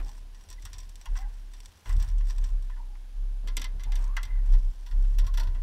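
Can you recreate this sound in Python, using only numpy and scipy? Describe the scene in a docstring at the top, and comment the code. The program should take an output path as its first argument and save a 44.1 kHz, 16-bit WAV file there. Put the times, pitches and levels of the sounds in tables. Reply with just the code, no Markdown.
"""A landing net with a fish in it is swung aboard a small metal boat and laid on the deck, on a calm evening.
From the start: hissing noise, water lapping and gurgling, and a low gliding tone for the hull that booms as it rocks.
Mostly until about 2.9 s, and again from 3.9 s, the wet mesh rustles and ticks: random contacts shaped by resonances.
At 3.5-4.3 s hoop and handle clatter as bursts of contacts that ring; a loud hollow knock of the handle at 4.2 s.
From 4.5 s the net is shoved along the floor in short jerks, and the deck sings after each one."""
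import sys
import numpy as np
from scipy import signal
from scipy.fft import rfft, irfft, next_fast_len
from scipy.io import wavfile
from scipy.ndimage import uniform_filter1d

SR = 44100
rng = np.random.default_rng(int(sys.argv[2]) if len(sys.argv) > 2 else 0)


def master_out(mix):
    """Clip the mix to full scale and print it as 16-bit PCM to the path in sys.argv[1]."""
    frames = np.transpose(np.atleast_2d(mix))
    ceiling = np.clip(frames, -1, 1)
    pcm = np.round(ceiling * 32767).astype(np.int16)
    wavfile.write(sys.argv[1], SR, pcm)


N = 247910   # length of the scene in samples

# Every COLOUR table is a broad tone colour: (frequency [Hz], level [dB]).
# Every MODES table lists resonances standing out of it: (frequency [Hz], width [Hz], lift [dB]).


def from_db(db):
    """Turn decibels into a plain gain."""
    return 10 ** (np.asarray(db) / 20)


def rms_one(x):
    """Scale a sound so that its average (rms) strength is 1."""
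    return x / np.sqrt(np.mean(x ** 2) + 1e-20)


def add(out, s, sound):
    """Mix a sound in at time s."""
    start = max(int(s * SR), 0)
    out[start:start + len(sound)] += sound[:N - start]


def coloured(x, colour, modes=()):
    """Send x through a body that responds at once (minimum phase), with a broad colour and resonances; rms 1."""
    size = next_fast_len(len(x))
    size += size % 2
    hz = np.fft.rfftfreq(size, 1 / SR)
    points = np.array(colour)
    db = np.interp(np.log(hz + 1), np.log(points[:, 0]), points[:, 1])
    for centre, width, lift in modes:
        db = db + lift / (1 + (2 * (hz - centre) / width) ** 2)
    # folding the cepstrum forward in time keeps the response from starting before its cause
    cepstrum = irfft(np.log(from_db(db)))
    cepstrum[1:size // 2] *= 2
    cepstrum[size // 2 + 1:] = 0
    response = np.exp(rfft(cepstrum))
    return rms_one(irfft(rfft(x, size) * response)[:len(x)])


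def noise(colour, modes=()):
    """Steady noise of a given colour; rms 1."""
    return coloured(rng.standard_normal(N), colour, modes)


def grains(size, per_s, spread_db):
    """Tiny contacts at random moments, of uneven strength and random sign."""
    strength = from_db(spread_db * np.minimum(rng.exponential(1, size), 4))
    happens = rng.random(size) < per_s / SR
    return happens * strength * rng.choice([-1, 1], size)


def drift(size, rate_hz):
    """Random wander: straight lines between random points, rate_hz points a second, spread about 1."""
    steps = np.arange(size) * rate_hz / SR
    knots = rng.standard_normal(4000)
    return np.interp(steps, np.arange(len(knots)), knots)


def swells(rows, rise_s, fade_db_per_s, release_s, rest_db=-120):
    """Gain over time for rows of (s, length, dB): each rises, fades and is released; their powers add."""
    t = np.arange(0, N, 40) / SR   # one point every 40 samples is enough
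    power = from_db(rest_db) ** 2
    for s, length, level_db in rows:
        age = np.maximum(t - s, 0)
        rise = np.sin(np.pi / 2 * np.clip(age / rise_s, 0, 1))
        release = np.sin(np.pi / 2 * np.clip((length - age) / release_s, 0, 1))
        power = power + (from_db(level_db - fade_db_per_s * age) * rise * release) ** 2
    return np.interp(np.arange(N) / SR, t, np.sqrt(power))


# borders of the low, middle and high band of a blow: (frequency [Hz])
BAND_EDGES_HZ = [600, 2400, 6500, 15500]


def blows(rows, colour, modes, low_db, high_db, rise_s, crack, tail_db, tail_t60, treble_damping):
    """A crack and a dying shiver of contacts ring a body, with a weak tail; levels are the middle band's first 12 ms."""
    out, t = np.zeros(N), np.arange(SR // 3) / SR
    attack = t < .012
    bands = [signal.butter(3, edges, "band", fs=SR, output="sos")
             for edges in zip(BAND_EDGES_HZ, BAND_EDGES_HZ[1:])]
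    tail = from_db(tail_db - 60 * t / tail_t60)
    for s, level_db, bright_db, t60 in rows:
        shiver = from_db(-60 * t / t60) * (1 + crack * np.exp(-t / 0.00049)) + tail
        contacts = grains(len(t), per_s=9000, spread_db=3.0)
        ring = coloured(contacts * shiver * (1 - np.exp(-t / rise_s)), colour, modes)
        # a harder contact trades lows for highs; the highs die first
        shares_db = low_db - bright_db, 0, high_db + bright_db
        for k, (band, share_db) in enumerate(zip(bands, shares_db)):
            part = signal.sosfilt(band, ring) * np.exp(-treble_damping * k ** 2 * t)
            add(out, s, from_db(level_db + share_db) * part / np.sqrt(np.mean(part[attack] ** 2)))
    return out


# the evening hiss
AIR_COLOUR = [(30, 18), (150, -23.5), (400, -5.5), (900, -6), (1300, -11.5), (3000, -4), (6000, -8),
              (7000, -11.5), (13500, -16.5), (15500, -22)]
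AIR_MODES = [(8400, 71, 3.1)]
AIR_DB = -63.5
WHINE_HZ, WHINE_BEAT_HZ, WHINE_DB = 10320, 25.5, -81.5   # level of each of the whine's two tones


def air():
    """Soft evening hiss, with a faint thin whine: two close tones that pulse as they beat together."""
    t = np.arange(N) / SR
    pulse = 2 * np.cos(np.pi * WHINE_BEAT_HZ * t)
    whine = from_db(WHINE_DB) * pulse * np.sin(2 * np.pi * WHINE_HZ * t)
    return from_db(AIR_DB) * noise(AIR_COLOUR, AIR_MODES) + whine


# ripples running along the hull: (time [s], length [s], level before fade and trim [dB])
LAPS = [(-0.03, 0.057, -32), (1.1, 0.34, -61.5), (1.85, .15, -53), (1.98, 0.16, -53), (2.27, 0.33, -63),
        (3.57, 0.17, -57), (3.8, 0.22, -60), (3.93, 0.22, -53), (4.1, 0.16, -61), (4.42, 0.22, -60.5),
        (4.2, 0.27, -58), (4.95, 0.21, -66), (5.3, 0.4, -72)]
WASH_COLOUR = [(300, -43.5), (680, -4), (830, -1), (980, 0.5), (1300, -8.5), (1600, -2), (2000, -8.5),
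               (2500, -10.5), (6000, -27.5)]
LAP_RISE_S, LAP_FADE_DB_PER_S, LAP_RELEASE_S = .05, 10, 0.15
WASH_REST_DB, WASH_TRIM_DB = -67.5, -2.5   # level between ripples; the trim lowers both


def wash():
    """Ripples wash along the hull as a dense patter of tiny contacts."""
    lapping = swells(LAPS, LAP_RISE_S, LAP_FADE_DB_PER_S, LAP_RELEASE_S, WASH_REST_DB)
    patter = coloured(grains(N, per_s=2500, spread_db=1.0), WASH_COLOUR)
    return lapping * from_db(WASH_TRIM_DB) * patter


# hollow slaps of water and knocks on the hull:
# (time [s], level [dB], brightness [dB], time to fall 60 dB [s])
HULL_HITS = [(0.656, -58, -1.5, 0.074), (1.0562, -49.5, 5, 0.099), (1.1544, -56, -3, 0.14),
             (1.8574, -54, 0.5, 0.12), (1.8936, -57, -5.5, 0.093), (2.2076, -60, 1, 0.062),
             (2.6974, -64, -6.5, 0.088), (2.7652, -72.5, -8, 0.086), (2.9516, -69.5, -4, 0.059),
             (4.1666, -40.5, 4, 0.052), (4.1705, -43.5, -1.5, .1), (5.048, -64, 1, 0.04),
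             (5.548, -60, 0.5, 0.15)]
HULL_HIT_COLOUR = [(400, -19), (750, -9), (1000, -4), (1300, -7), (1950, -3.5), (2350, -14.5), (2800, -3),
                   (3400, -15), (4200, -11.5), (5800, -18.5), (8500, -24), (14000, -34)]
HULL_HIT_MODES = [(646, 17, 6.7), (998, 80, 8), (1090, 89, 6.6), (1440, 72, 7.6), (1640, 44, 4.5),
                  (1970, 250, 4.6), (2010, 27, 5.4), (3290, 85, 13), (3370, 66, 5.2), (5710, 290, 11.7)]


def hull_hits():
    """Water or the handle hits the hull and rings its hollow resonances."""
    return blows(HULL_HITS, HULL_HIT_COLOUR, HULL_HIT_MODES, low_db=4.0, high_db=-10.5,
                 rise_s=0.00024, crack=0.32, tail_db=-15, tail_t60=0.43, treble_damping=24)


# gliding notes: air pockets in the water, and the falling ring of the knock at 4.17 s:
# (time [s], length [s], start pitch [Hz], glide [share of the pitch], peak level [dB], roughness [0-1, more counts as 1])
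GLIDING_NOTES = [(0.045, 0.079, 800, 0.086, -57.5, .6), (0.576, 0.019, 1980, 0.019, -56, .5),
                 (1.056, 0.039, 954, -0.011, -48.5, 1.03), (1.157, .04, 1955, 0.032, -52, 0.5),
                 (1.176, 0.065, 724, .14, -49.5, 0.25), (1.195, .062, 2120, -.1, -58.5, .4),
                 (1.22, 0.046, 1670, -.07, -58, .1), (1.221, .07, 758, .1, -53, 0.35),
                 (2.696, 0.065, 1840, -0.088, -61, .8), (2.757, 0.087, 902, 0.077, -54.5, 0.67),
                 (2.837, 0.14, 870, -0.067, -65.5, 0.6), (2.948, .018, 1760, .68, -62, 0.5),
                 (3.839, 0.123, 942, -0.24, -55, 1.17), (3.969, 0.22, 823, 0.49, -55, 1.1),
                 (4.166, 0.019, 2063, -0.102, -31, 0.55), (4.17, 0.028, 1607, -0.21, -38, 0.9),
                 (4.253, .1, 1960, 0.066, -56, 0.76), (4.312, 0.13, 2020, -0.049, -62, 0.94),
                 (5.257, 0.061, 1060, .05, -50.5, 0.54), (5.371, 0.074, 912, 0.013, -44.5, 0.17)]


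def gliding_notes(waver, churn_hz):
    """Air pockets in the water, and the knock at 4.17 s, ring with a gliding pitch; random churn blurs the note."""
    out = np.zeros(N)
    for s, length, start_hz, glide, peak_db, rough in GLIDING_NOTES:
        age, rough = np.linspace(0, 1, int(length * SR)), np.clip(rough, 0, 1)
        hz = start_hz * (1 + glide * age) * (1 + waver * drift(len(age), rate_hz=63))
        churn = drift(len(age), churn_hz) + 1j * drift(len(age), churn_hz)
        blur = np.sqrt(1 - rough ** 2) + rough * churn
        note = blur * np.exp(2j * np.pi * np.cumsum(hz) / SR)
        add(out, s, from_db(peak_db) * np.sin(np.pi * age) * note.real)
    return out


def water_and_knocks():
    """Ripples wash along the hull, slap and gurgle; the handle knocks on it."""
    return wash() + hull_hits() + gliding_notes(waver=0.012, churn_hz=222)


# the boat rocks and its lowest hull note swells: (time [s], length [s], level before fade [dB])
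SWAYS = [(-0.1, 0.22, -26), (0.08, 0.39, -37), (0.47, 0.33, -37.5), (0.71, 0.36, -37), (1.07, 0.13, -19),
         (1.19, 0.13, -24), (1.26, 0.46, -35), (1.87, 0.21, -17.5), (2.07, 0.3, -19), (2.33, 0.18, -19.5),
         (2.49, 0.11, -15.5), (2.5, 0.79, -26.5), (3.13, 0.36, -24.5), (3.41, 0.25, -24.5),
         (3.6, 0.31, -27), (3.84, 0.46, -20), (4.28, 0.29, -19.5), (4.47, 0.15, -10), (4.6, 0.13, -16.5),
         (4.72, 0.26, -33), (4.9, 0.3, -16.5), (5.14, 0.14, -13), (5.26, 0.78, -19.5)]
SWAY_RISE_S, SWAY_FADE_DB_PER_S, SWAY_RELEASE_S = 0.11, 22, 0.1
HULL_HZ, HULL_SAG_HZ = 35, 14.39   # the note at rest; how far a swing of gain 1 would lower it
HULL_WANDER_HZ = 1.3   # random wander of the note


def hull():
    """The hull booms on one low note that sags as it swings wider; the swing also stirs the floor panels."""
    swing = swells(SWAYS, SWAY_RISE_S, SWAY_FADE_DB_PER_S, SWAY_RELEASE_S)
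    pitch_hz = HULL_HZ - HULL_SAG_HZ * swing + HULL_WANDER_HZ * drift(N, rate_hz=4.7)
    boom = swing * np.sqrt(2) * np.sin(2 * np.pi * np.cumsum(pitch_hz) / SR)
    return boom + floor_panels(swing)


# feet and fish land on the floor panels: (time [s], rumble level before fade [dB], scuff level before fade [dB])
THUDS = [(-0.03, -47.5, -51), (0.06, -61, -70), (0.2, -52.5, -68), (0.46, -51, -63.5), (0.63, -45.5, -70),
         (0.74, -44.5, -65), (1.1, -46, -61), (1.24, -57, -70), (1.68, -56, -75), (1.857, -35, -54.5),
         (1.941, -28.5, -56), (2.06, -42, -65), (2.26, -44, -59.5), (2.382, -38.5, -62), (2.49, -44, -62),
         (3.21, -69, -61), (3.431, -49, -51.5), (3.56, -48, -50.5), (3.731, -41.5, -58), (3.85, -46, -58.5),
         (3.97, -47, -55), (4.22, -44.5, -59.5), (4.41, -48.5, -64), (4.5, -40, -58), (4.918, -40.5, -58),
         (5.109, -39.5, -61.5), (5.22, -35.5, -61), (5.37, -44.5, -53), (5.46, -34.5, -59),
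         (5.54, -51, -60)]
PANEL_COLOUR = [(45, -12), (60, -0.5), (80, 6.5), (95, -3.5), (115, -16.5), (135, -14), (170, -32.5),
                (300, -62)]
SCUFF_COLOUR = [(70, -15), (130, 1.5), (200, 2), (300, -1), (500, -6), (750, -9.5), (1500, -18),
                (4000, -63)]
THUD_RISE_S, THUD_FADE_DB_PER_S, THUD_LENGTH_S = 0.017, 90.5, 0.45
PANEL_REST_DB, PANEL_COUPLING_DB = -62, -31   # rumble at rest; rumble relative to the swing
SCUFF_REST_DB, SCUFF_COUPLING_DB = -68, -42   # the same for the scuffing


def floor_panels(swing):
    """Thuds and the hull's swing shake the panels into a low rumble and a softer, higher scuffing."""
    shape = THUD_RISE_S, THUD_FADE_DB_PER_S, THUD_LENGTH_S / 2
    rumble = swells([(s, THUD_LENGTH_S, db) for s, db, _ in THUDS], *shape, PANEL_REST_DB)
    scuff = swells([(s, THUD_LENGTH_S, db) for s, _, db in THUDS], *shape, SCUFF_REST_DB)
    rumble = np.hypot(rumble, from_db(PANEL_COUPLING_DB) * swing)
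    scuff = np.hypot(scuff, from_db(SCUFF_COUPLING_DB) * swing)
    panel = noise(PANEL_COLOUR)
    # even out the noise so that the rumble follows its gain closely
    panel = panel / np.sqrt(uniform_filter1d(panel ** 2, size=SR // 12) + 0.022)
    return rumble * panel + scuff * noise(SCUFF_COLOUR)


# the sound of the wet mesh, shared by droplets, crackle, rustle and ticks
TICK_COLOUR = [(500, -10.5), (1000, 1.5), (3500, 0), (5500, 0), (6800, -6), (8500, -4), (10000, -9.5),
               (13500, -7.5), (15500, -16)]


def droplets(per_s, count=14):
    """Knots and drops flick off the mesh, each a tiny tick at one of a few pitches; rms 1."""
    out = np.zeros(N)
    for hz in np.geomspace(5200, 9200, count):
        r = from_db(-60 * hz / (45 * SR))   # falls 60 dB in 45 cycles
        w = 2 * np.pi * hz / SR
        flicks = grains(N, per_s / count, spread_db=4.0)
        out += signal.lfilter([np.sin(w)], [1, -2 * r * np.cos(w), r * r], flicks + 1e-18)
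    return coloured(out, TICK_COLOUR)


# resonances of the ticking mesh, shared by crackle and ticks
TICK_MODES = [(1020, 120, 15), (1830, 260, 9.3), (3540, 160, 8.2), (4450, 340, 3.1), (5710, 340, 12.7),
              (7860, 1200, 11)]


def crackle(per_s, t60):
    """Single knots slip at random, each a tiny noisy tick that dies fast; rms 1."""
    t = np.arange(SR // 10) / SR
    slips = np.zeros(N)
    for _ in range(4):   # four different ticks
        moments = grains(N, per_s / 4, spread_db=3.0)
        tick = rng.standard_normal(len(t)) * from_db(-60 * t / t60)
        slips += signal.fftconvolve(moments, tick)[:N]
    return coloured(slips, TICK_COLOUR, TICK_MODES)


# the wet mesh is dragged: (time [s], length [s], level before fade and the layers' trims [dB])
DRAGS = [(0.02, 0.22, -56), (0.33, 0.34, -62.5), (0.62, 0.17, -62.5), (0.8, 0.42, -62), (1.14, 0.1, -49.5),
         (1.27, .25, -64.5), (1.5, 0.49, -60), (1.85, 0.12, -51), (1.96, 0.18, -53), (2.24, 0.31, -56),
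         (2.55, .25, -67.5), (3.93, .18, -56.5), (4.44, 0.77, -60.5), (5.0, 0.27, -63)]
MESH_MODES = [(3300, 270, 6), (6320, 280, 1), (7760, 740, -1)]
DRAG_RISE_S, DRAG_FADE_DB_PER_S, DRAG_RELEASE_S = 0.044, 12.5, 0.07


def dragged_mesh():
    """The mesh catches and slips, so its grains come in clumps; drops and knots tick along with it."""
    drag = swells(DRAGS, DRAG_RISE_S, DRAG_FADE_DB_PER_S, DRAG_RELEASE_S)
    snagging = from_db(5 * np.clip(drift(N, rate_hz=110), -2, 1.6))
    rustle = coloured(snagging * grains(N, per_s=3000, spread_db=5.0), TICK_COLOUR, MESH_MODES)
    spray = from_db(-10.5) * droplets(per_s=160) + from_db(-6.5) * crackle(per_s=60, t60=.04)
    return drag * (from_db(-8.5) * rustle + spray)


# ticks of mesh, drips and the flapping fish: (time [s], level [dB], brightness [dB], time to fall 60 dB [s])
TICKS = [(0.0822, -59.5, -3, 0.061), (0.3462, -60.5, -6, 0.18), (0.4376, -66, 4, 0.18),
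         (0.4878, -56.5, -1, 0.09), (0.501, -53, 4.5, 0.1), (0.5118, -53, -5, 0.088),
         (0.5272, -52.5, -1, 0.084), (0.6218, -56.5, 1, 0.11), (0.6518, -47, 2, 0.12),
         (0.7306, -48.5, -2, 0.22), (0.7824, -49.5, 1, 0.18), (0.8022, -57, 3, 0.14),
         (0.8302, -64, 0, 0.066), (0.8928, -60, 4.5, 0.032), (0.956, -54.5, 2.5, 0.061),
         (1.0128, -55, 0, 0.079), (1.535, -57.5, 0.5, 0.27), (1.6032, -54.5, 0, 0.029),
         (1.658, -52, 1, 0.025), (1.8936, -54.5, 4.5, .08), (1.9654, -57, 0, 0.08), (1.999, -51, -4, 0.5),
         (2.0248, -52, 3.5, 0.05), (2.0858, -56, -0.5, 0.12), (2.1824, -60, 0, 0.071), (2.2838, -61, 3, .2),
         (2.298, -50, -8, .085), (2.305, -51, -3, 0.069), (2.3828, -55.5, -2, 0.015),
         (2.44, -50.5, -2.5, 0.15), (2.6244, -63, 0, 0.046)]


def ticks():
    """Light taps ring the mesh's colour and resonances."""
    return blows(TICKS, TICK_COLOUR, TICK_MODES, low_db=-11, high_db=-4.0,
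                 rise_s=0.00056, crack=2.8, tail_db=-29, tail_t60=0.17, treble_damping=25)


# hoop and handle striking the deck: (time [s], level [dB], brightness [dB])
CLATTER = [(3.4736, -48, -2.5), (3.4822, -48, -3.5), (3.5675, -34, 3), (3.5948, -50, 1),
           (3.6149, -40.5, 0.5), (3.6417, -40.5, -1.5), (3.795, -56, -6), (3.804, -58, -4),
           (3.8352, -50.5, 4), (3.919, -47, -2), (3.9545, -46.5, 3), (4.23, -44, 2), (4.251, -52, 0)]
METAL_COLOUR = [(500, -26.5), (900, 2), (2000, 5), (2450, -1), (3300, 5), (5800, -5), (6600, -14),
                (8200, -9.5), (9300, -22.5), (11500, -15.5), (13500, -21.5), (15500, -42)]
METAL_MODES = [(1030, 107, 16.5), (1390, 19, 10), (1682, 120, 10.2), (2052, 90, 13.2), (3160, 24, 4),
               (3570, 94, 6.8), (4550, 350, 3.7), (4780, 81, 1), (5800, 250, 9.4), (6840, 150, 6),
               (8050, 72, 2)]
CLATTER_T60_S = 0.11


def clatter():
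    """Hoop and handle hit the deck and ring its metal."""
    hits = [(*hit, CLATTER_T60_S) for hit in CLATTER]
    return blows(hits, METAL_COLOUR, METAL_MODES, low_db=-7.5, high_db=-4.5,
                 rise_s=0.0008, crack=0.33, tail_db=-20, tail_t60=0.44, treble_damping=36)


# the net shoved along the floor in short jerks: (time [s], level [dB], brightness [dB])
SHOVES = [(4.5217, -58.5, 6), (4.5338, -54, -1.5), (4.8615, -54.5, 0.5), (4.9097, -56.5, -2),
          (5.184, -44, 3.5), (5.242, -58, -1), (5.2651, -49, 3.5), (5.338, -49.5, 1.5), (5.3717, -41, 0.5),
          (5.396, -42.5, 0.5), (5.4308, -51.5, 0.5), (5.4694, -55, -5)]
SHOVE_COLOUR = [(500, -8), (900, -4.5), (1500, -2), (1950, 10.5), (2200, -4), (2700, 3), (3400, 3.5),
                (5800, 0), (6400, -16), (7800, -12), (9500, -20), (13600, -16), (15500, -26)]
SHOVE_MODES = [(966, 140, 16.4), (1024, 62, 4.6), (1410, 100, 15), (1653, 120, 1.85), (3470, 120, 6),
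               (4380, 100, 7.3), (5570, 90, 2.3), (5730, 70, 6.6)]
SHOVE_T60_S = 0.11


def shoves():
    """Each jerk is a softer-edged blow that rings net and floor."""
    jerks = [(*jerk, SHOVE_T60_S) for jerk in SHOVES]
    return blows(jerks, SHOVE_COLOUR, SHOVE_MODES, low_db=-3.5, high_db=-5.5,
                 rise_s=0.002, crack=.2, tail_db=-43, tail_t60=0.23, treble_damping=10.4)


# the singing deck
SCRAPE_COLOUR = [(400, -35), (600, 2), (950, -5), (1300, -17), (2000, -3), (3000, -42)]
SCRAPE_MODES = [(548, 15, 22), (649, 26, 15.4), (966, 95, 11), (1028, 100, 13), (1044, 70, 10.5),
                (1509, 44, 27), (1680, 80, 6.9)]
SCRAPE_DB = -12   # relative to the shove, before the fade
SCRAPE_RISE_S, SCRAPE_FADE_DB_PER_S, SCRAPE_LENGTH_S = .015, 82, 0.47


def scrape():
    """The deck sings after each shove: scraping grains ring its narrow resonances."""
    rows = [(s, SCRAPE_LENGTH_S, db + SCRAPE_DB) for s, db, _ in SHOVES]
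    singing = swells(rows, SCRAPE_RISE_S, SCRAPE_FADE_DB_PER_S, SCRAPE_LENGTH_S / 2)
    return singing * coloured(grains(N, per_s=970, spread_db=1.0), SCRAPE_COLOUR, SCRAPE_MODES)


def net():
    """The mesh rustles and ticks; hoop and handle clatter on the deck and scrape along the floor."""
    return dragged_mesh() + ticks() + clatter() + shoves() + scrape()


def scene():
    """Air, water and knocks, hull and net together, in one channel."""
    return (air() + water_and_knocks() + hull() + net())[None]


CUTOFF_HZ = 15700


def record(dry):
    """Cut everything above the cutoff steeply."""
    return signal.sosfilt(signal.ellip(10, .1, 80, CUTOFF_HZ, fs=SR, output="sos"), dry)


dry = scene()
out = record(dry)
master_out(out)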